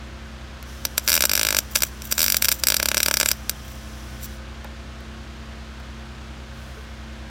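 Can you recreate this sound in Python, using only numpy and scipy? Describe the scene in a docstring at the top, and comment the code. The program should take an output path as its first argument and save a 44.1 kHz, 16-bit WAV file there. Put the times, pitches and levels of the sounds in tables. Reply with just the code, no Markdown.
"""Tack welding on a metal roof

A wire-feed welder tacks a steel post to a roof, outdoors. Each time the wire shorts and blows clear,
a spark cracks and echoes between post, roof and helmet; the arc sizzles and gas hisses in between.
Gear knocks and a glove slides over the steel. Some way off, an engine generator hums throughout
and sags a little under the load."""
import sys
import numpy as np
from scipy import signal
from scipy.fft import rfft, irfft, next_fast_len
from scipy.io import wavfile

SR = 44100
rng = np.random.default_rng(int(sys.argv[2]) if len(sys.argv) > 2 else 0)


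def pcm_store(signal):
    """Save signal as 16-bit PCM."""
    levels = np.round(np.clip(np.atleast_2d(signal), -1, 1) * 32767)
    wavfile.write(sys.argv[1], SR, levels.astype(np.int16).T)


N = 321924
TIME = np.arange(N) / SR

# Runs of shorts while the wire feeds steadily. Each row: first and last spark in seconds, spark count,
# slowing (negative speeds up), first and last relative level in dB, brightness in dB, sizzle in dB.
SPARK_RUNS = [(1.0773, 1.102, 4, -.07, -9.5, -10.5, 7.5, -36), (1.1182, 1.177, 6, .06, -9, -10, 7, -28),
              (1.2068, 1.2535, 4, -.04, -9.5, -7, 5, -34), (1.295, 1.3532, 4, -.06, -11, -9, 6.5, -53),
              (1.3765, 1.5062, 8, .02, -11.5, -11, 4.5, -37),
              (1.5264, 1.5872, 4, -.03, -13.5, -7, 4.5, -37),
              (2.1804, 2.242, 6, .02, -11, -10.5, 8.5, -23.5),
              (2.2627, 2.3679, 6, .15, -10.5, -9, 9.5, -29), (2.4455, 2.454, 2, 0, -9.5, -10.5, 9, -27),
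              (2.4847, 2.489, 2, 0, -8, -9.5, 8.5, -30), (2.5165, 2.5237, 2, 0, -9.5, -12, 10, -26),
              (2.6701, 2.7668, 6, .29, -7.5, -9.5, 8.5, -36), (2.7997, 2.945, 6, .01, -11, -11, 3.5, -41),
              (2.9786, 3.061, 4, .155, -10, -8.5, 6.5, -34.5), (3.0837, 3.1705, 4, .05, -9, -10, 5.5, -38),
              (3.2005, 3.3148, 5, -.06, -9, -9, 6, -35)]
# Stray pops as the arc strikes or stumbles.
# Each row: start in seconds, relative level in dB, brightness in dB.
STRAY_POPS = [(.852, -11, 7.5), (.9795, -7, 6), (1.3655, -19, 8), (1.7556, -10.5, 12), (1.7592, -6, 7),
              (1.7708, -19.5, 6), (1.8053, -23, 8), (1.8216, -9.5, 8.5), (1.834, -7.5, 9),
              (2.0201, -26.5, 7), (2.1142, -21.5, 6), (2.124, -9.5, 7), (2.423, -7.5, 9), (2.6366, -8.5, 9),
              (2.97, -10, 2.5), (3.2116, -9.5, 1.5), (3.3072, -22, 4), (3.4952, -10.5, 11.5)]
# Tone of a crack. 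Each row: frequency in Hz, level in dB.
CRACK_COLOUR = [(100, -17.5), (300, -13), (600, -10.5), (1200, -11), (2400, -1), (3600, -9), (5300, -2),
                (6500, -11), (7500, -5.5), (9700, -11), (11500, -15), (14500, -14), (16000, -28)]
# Peaks and hollows of the steel corner. Each row: centre in Hz, width in Hz, boost or cut in dB.
CORNER_RESONANCES = [(598, 470, 12), (798, 112, -15.5), (1487, 860, 8.5), (1900, 60, -0.5), (2870, 140, 4),
                     (3740, 510, 6), (4687, 160, 9.5), (4770, 170, 0), (5410, 260, 5), (7520, 270, 7.5),
                     (10700, 130, -19), (10970, 280, 8.5), (11500, 510, 7.5), (14200, 200, -19),
                     (13460, 740, 11.5), (14970, 310, 14.5)]
# Bounces off nozzle, post, roof and helmet. Each row: delay in milliseconds, signed gain.
CLOSE_ECHOES = [(0.106, -0.72), (.173, -0.84), (0.516, 0.95), (0.689, 1.15), (0.855, 1.59), (.919, -0.8),
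                (1.198, 0.69), (1.357, 0.015), (1.765, 0.22), (1.88, 0.81), (1.94, -0.37), (2.3, -0.28),
                (4.187, 0.64)]
# Ring of the post. Each row: frequency in Hz, gain in dB, time to fade by 60 dB in seconds.
POST_MODES = [(1637, -64, .06), (4797, -64, .07), (5755, -60, .08), (7390, -61, .08), (10910, -65, .06),
              (13941, -62, .06), (14660, -62, .05)]
# Spells of sizzling wire. Each row: centre in seconds, relative level in dB, half length in seconds.
SIZZLE_SPELLS = [(1.052, -42, 0.021), (1.722, -33.5, 0.011), (1.752, -29, 0.0045), (1.78, -28, 0.01),
                 (1.864, -37, 0.019), (2.06, -34, 0.016), (2.119, -26, 0.0089), (2.17, -36, 0.012),
                 (2.585, -36, 0.025), (2.63, -30, 0.0016), (3.703, -48, .05), (4.241, -27.5, 0.014)]
# Tone of the sizzle. Each row: frequency in Hz, level in dB.
SIZZLE_COLOUR = [(2350, -17), (4000, -12.5), (5310, -13.5), (5730, -11), (6440, -19), (7270, -4.5),
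                 (9060, -15), (11200, -11), (14600, -4.5), (16000, -1)]
# Resonances of the gas nozzle. Each row: centre in Hz, width in Hz, relative level in dB.
NOZZLE_RESONANCES = [(3210, 140, 4), (5200, 720, 1.5), (5930, 360, 4), (7100, 580, -5), (8100, 790, -5),
                     (9800, 400, -2.5), (11300, 990, -7.5), (14000, 1200, -8), (17400, 700, 4)]
# Gas flow while the trigger is held. Each row: time in seconds, flow from 0 to 1.
GAS_FLOW = [(.64, 0), (.68, 1), (4.34, 1), (4.42, 0)]
# Knocks of torch and gear. Each row: start in seconds, body centre in Hz, filter width in Hz,
# body level in dB, body decay in seconds, tick level in dB.
GEAR_KNOCKS = [(.627, 1580, 1500, -21, .03, -15), (4.645, 650, 804, -10, 0.05, -20),
               (5.005, 903, 998, -24, 0.026, -29), (5.80, 699, 999, -25, .03, -29),
               (6.768, 435, 44.9, -16.5, 0.094, -60)]
# Swell of a glove sliding on steel. 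Each row: time in seconds, level in dB.
GLOVE_SLIDE = [(6.5, -95), (6.54, -61), (6.64, -57), (6.8, -60), (6.95, -69), (7.05, -95)]
# Tone of the glove. Each row: frequency in Hz, level in dB.
GLOVE_COLOUR = [(5000, 4), (9000, 2), (14000, -2), (16000, -3)]
# Engine hum. Each row: multiple of the firing rate, relative level in dB.
ENGINE_HARMONICS = [(1, -25), (2, 0), (3, -16), (4, -9.5), (5, -19), (6, -26), (7, -7.5), (8, -24),
                    (9, -27), (10, -20), (11, -19), (12, -27), (14, -28), (17, -19), (21, -25), (22, -27),
                    (25, -29), (34, -26), (40, -25), (48, -22), (51, -28), (56, -30), (68, -30)]
# A second, steady hum. Each row: frequency in Hz, level in dB.
DRONE_TONES = [(49, -52.5), (73.5, -44.5), (98.3, -55.5)]
# Tone of engine clatter and forest air. Each row: frequency in Hz, level in dB.
CLATTER_COLOUR = [(180, -16), (300, -4.5), (462, -8.5), (502, -5), (528, -9), (574, -8), (678, -4.5),
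                  (749, -8), (1560, -6), (2030, -10), (3190, -11), (6410, -20), (10200, -32), (14500, -40),
                  (16000, -50)]
# Tone of the exhaust rumble. Each row: frequency in Hz, level in dB.
EXHAUST_COLOUR = [(15, -22), (35, -8), (70, 12), (140, 17.5), (270, 13), (420, -21)]
# Tone of the air that differs between the ears. Each row: frequency in Hz, level in dB.
WIDE_AIR_COLOUR = [(60, -12), (130, 6.5), (220, 2), (350, -5.5), (600, -1.5), (1200, -12), (2500, -36.5),
                   (5000, -51), (16000, -60)]


def spark_train(spread_db=1.36, treble_per_db=2.17):
    """Cue every spark as (seconds, dB, brightness dB); a bigger drop bursts louder and brighter."""
    train = list(STRAY_POPS)
    for first_s, last_s, count, slowing, first_db, last_db, treble_db, _ in SPARK_RUNS:
        along = np.linspace(0, 1, round(count))
        starts = first_s + (last_s - first_s) * along * (1 - slowing * (1 - along))
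        drop_db = spread_db * rng.standard_normal(len(along))
        drop_db -= drop_db.mean()
        levels = first_db + (last_db - first_db) * along + drop_db
        train += zip(starts, levels, treble_db + treble_per_db * drop_db)
    return train


def sparks(train, gain_db=-3, usual_treble_db=3, colour_spread_db=2, shift_ms=.011, size=2048):
    """Each spark is one sharp pulse, coloured by the steel corner and repeated by nearby surfaces."""
    out, hz = np.zeros(N), np.arange(size // 2 + 1) * SR / size
    corner = sum(db / (1 + (2 * (hz - f) / width) ** 2) for f, width, db in CORNER_RESONANCES)
    colour = at_hz(CRACK_COLOUR, hz) + corner
    octaves = np.log2(np.clip(hz, 1000, 16000) / 4000)
    delay_ms, gain = np.transpose(CLOSE_ECHOES)
    for s, db, treble_db in train:
        # a quicker rupture is brighter, and no two drops burst alike
        tilt = .51 * (treble_db - usual_treble_db) * octaves
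        ripple = np.interp(hz, np.linspace(0, SR / 2, 24), rng.standard_normal(24))
        pulse = causal(colour + tilt + colour_spread_db * ripple)
        # the arc wanders over the pool, so the echoes shift a little
        shift, swell = rng.standard_normal((2, len(gain)))
        lag_s = (delay_ms + shift_ms * shift) / 1000
        echoes = np.exp(-2j * np.pi * np.outer(hz, lag_s)) @ (gain * (1 + .068 * swell))
        crack = irfft(pulse * (1 + echoes))
        crack *= np.sqrt(.004 * SR / np.sum(crack ** 2))  # the energy of 4 ms at rms 1
        add(out, s, from_db(db + gain_db) * crack)
    # the cracks carry no deep bass
    return signal.sosfilt(signal.butter(2, 120, "high", fs=SR, output="sos"), out)


def post_ring(cracks):
    """The cracks set the steel post ringing, high and short."""
    return sum(from_db(db) * ring(cracks, hz, t60) for hz, db, t60 in POST_MODES)


def surroundings(cracks):
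    """Scatter from the roof, a slap from the gear behind and a thin tail from the trees."""
    response = np.zeros(N)
    add(response, .0026, from_db(-17) * dying_noise(t60=.029))
    add(response, .0163, from_db(-24) * dying_noise(t60=.0081))
    add(response, .008, from_db(-29) * dying_noise(t60=.13))
    return signal.fftconvolve(cracks, response[:SR // 2])[:N]


def arc_envelope(attack_s=.027, release_s=.03):
    """The arc builds up to each run of sparks, holds, and dies away."""
    level = np.zeros(N)
    for first_s, last_s, *_, sizzle_db in SPARK_RUNS:
        fade = np.maximum(first_s - TIME, 0) / attack_s + np.maximum(TIME - last_s, 0) / release_s
        level = np.maximum(level, from_db(sizzle_db) * np.exp(-np.minimum(fade, 20)))
    return level


def arc_sizzle(train, runs_db=-1, flutter_db=5, lead_s=.0067, lead_db=-23):
    """The wire sizzles through the runs, in short spells, and in a quick swell into each spark."""
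    level = from_db(runs_db) * arc_envelope()
    for s, db, half_s in SIZZLE_SPELLS:
        level = np.hypot(level, from_db(db) * bump(s, half_s))
    swell = np.linspace(0, 1, int(lead_s * SR))
    for s, db, _ in train:
        add(level, s - lead_s, from_db(db + lead_db) * swell)
    sizzle = noise(SIZZLE_COLOUR) * from_db(flutter_db * drift(rate=300))
    # the surfaces that repeat the sparks also comb the sizzle
    echoes = sum(gain * np.interp(TIME - ms / 1000, TIME, sizzle) for ms, gain in CLOSE_ECHOES)
    return level * rms_one(sizzle + echoes)


def gas_hiss(level_db=-49):
    """Gas hisses through the nozzle's resonances while the trigger is held."""
    jet = sum(from_db(db) * resonate(rng.standard_normal(N), hz, width)
              for hz, width, db in NOZZLE_RESONANCES)
    return in_time(GAS_FLOW) * from_db(level_db) * rms_one(jet)


def handling():
    """The glove slides with a soft hiss; each knock is a tick over a short, dull rattle."""
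    out = from_db(in_time(GLOVE_SLIDE)) * noise(GLOVE_COLOUR)
    for s, hz, width, db, t60, tick_db in GEAR_KNOCKS:
        body = resonate(resonate(dying_noise(t60), hz, width), hz, width)
        add(out, s, from_db(db) * body / np.linalg.norm(body))
        add(out, s, from_db(tick_db) * dying_noise(t60=.013))
    return out


def engine_speed(idle_hz=31.78, sag_hz=.68, load_on_s=.8, load_off_s=4.35, governor_s=.1082):
    """Firings per second: the engine sags when the load comes on and recovers when it goes."""
    on, off = (1 - np.exp(-np.maximum(TIME - s, 0) / governor_s) for s in (load_on_s, load_off_s))
    return idle_hz - sag_hz * (on - off)


def generator(hum_db=-38, swell_db=2, waver_db=2, wobble=.00198, clatter_db=-44.5, exhaust_db=-52.5):
    """The engine hums and its clatter throbs at the firing rate, over a drone and exhaust rumble."""
    phase = 2 * np.pi * np.cumsum(engine_speed() * (1 + wobble * drift(rate=9))) / SR
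    hum = np.zeros(N)
    for k, db in ENGINE_HARMONICS:
        gain = from_db(db + waver_db * np.log10(k) * drift(rate=7))  # upper harmonics waver more
        hum += gain * np.sin(round(k) * phase + 2 * np.pi * rng.random())
    # one swell as the weld ends
    hum = from_db(hum_db + swell_db * bump(centre_s=4.12, half_s=.29)) * rms_one(hum)
    drone = sum(from_db(db) * np.sin(2 * np.pi * (hz * TIME + rng.random())) for hz, db in DRONE_TONES)
    throb = 1 + .053 * np.sin(phase) + .025 * np.sin(2 * phase)
    clatter = from_db(clatter_db) * noise(CLATTER_COLOUR) * throb
    return hum + drone + clatter + from_db(exhaust_db) * noise(EXHAUST_COLOUR)


def wide_air(level_db=-59):
    """A faint bed of low air, opposite in the two ears for width."""
    return from_db(level_db) * noise(WIDE_AIR_COLOUR) * np.array([[1], [-1]])


def from_db(db):
    """Decibels to gain."""
    return 10 ** (np.asarray(db) / 20)


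def rms_one(x):
    """Scale to unit rms."""
    return x / np.sqrt(np.mean(x ** 2) + 1e-20)


def in_time(points):
    """An envelope through (seconds, value) points."""
    return np.interp(TIME, *np.transpose(points))


def bump(centre_s, half_s):
    """A bell-shaped swell of height 1."""
    return np.exp(-.5 * ((TIME - centre_s) / half_s) ** 2)


def at_hz(points, hz):
    """Read a spectrum on a log-frequency axis."""
    f, level = np.transpose(points)
    return np.interp(np.log(hz + 1), np.log(f), level)


def noise(spectrum):
    """Noise of a given colour that falls away below its lowest point; rms 1."""
    size = next_fast_len(N)
    hz = np.arange(size // 2 + 1) * SR / size
    gain = from_db(at_hz(spectrum, hz)) * np.minimum(hz / spectrum[0][0], 1) ** 2
    return rms_one(irfft(rfft(rng.standard_normal(size)) * gain, size)[:N])


def drift(rate):
    """A random wander through `rate` points a second; rms 1."""
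    knots = rng.standard_normal(2000)
    return rms_one(np.interp(TIME * rate, np.arange(len(knots)), knots))


def causal(level_db):
    """Minimum-phase response with these levels: nothing sounds early."""
    cepstrum = irfft(np.log(from_db(level_db)))
    half = len(cepstrum) // 2
    cepstrum[1:half] *= 2
    cepstrum[half + 1:] = 0
    return np.exp(rfft(cepstrum))


def ring(x, hz, t60):
    """A unit click sets a sine of height 1 ringing."""
    r, w = np.exp(-np.log(1000) / (t60 * SR)), 2 * np.pi * hz / SR
    return signal.lfilter([0, np.sin(w)], [1, -2 * r * np.cos(w), r * r], x + 1e-18)


def resonate(x, hz, width):
    """A resonance with gain 1 at its top."""
    r, w = np.exp(-np.pi * width / SR), 2 * np.pi * hz / SR
    return signal.lfilter(np.array([1, 0, -1]) * (1 - r * r) / 2, [1, -2 * r * np.cos(w), r * r], x)


def dying_noise(t60, size=16384):
    """A burst of noise that dies away; unit energy."""
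    burst = rng.standard_normal(size) * np.exp(-np.log(1000) * np.arange(size) / (t60 * SR))
    return burst / np.sqrt(np.sum(burst ** 2))


def add(out, s, sound):
    """Mix a sound in at s seconds."""
    at = max(int(s * SR), 0)
    out[at:at + len(sound)] += sound[:max(N - at, 0)]


def scene():
    """Weld, handling and generator sit in the centre; only the air is wide."""
    train = spark_train()
    cracks = sparks(train)
    weld = cracks + post_ring(cracks) + surroundings(cracks) + arc_sizzle(train) + gas_hiss()
    return weld + wide_air() + handling() + generator()


def record(dry, ceiling=.85, cutoff_hz=16000):
    """Round off the sharpest peaks and cut the very top."""
    rounded = ceiling * np.tanh(dry / ceiling)
    lowpass = signal.firwin(201, cutoff_hz, window="blackman", fs=SR)
    return signal.fftconvolve(rounded, lowpass[None], "same", axes=1)


dry = scene()
out = record(dry)
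pcm_store(out)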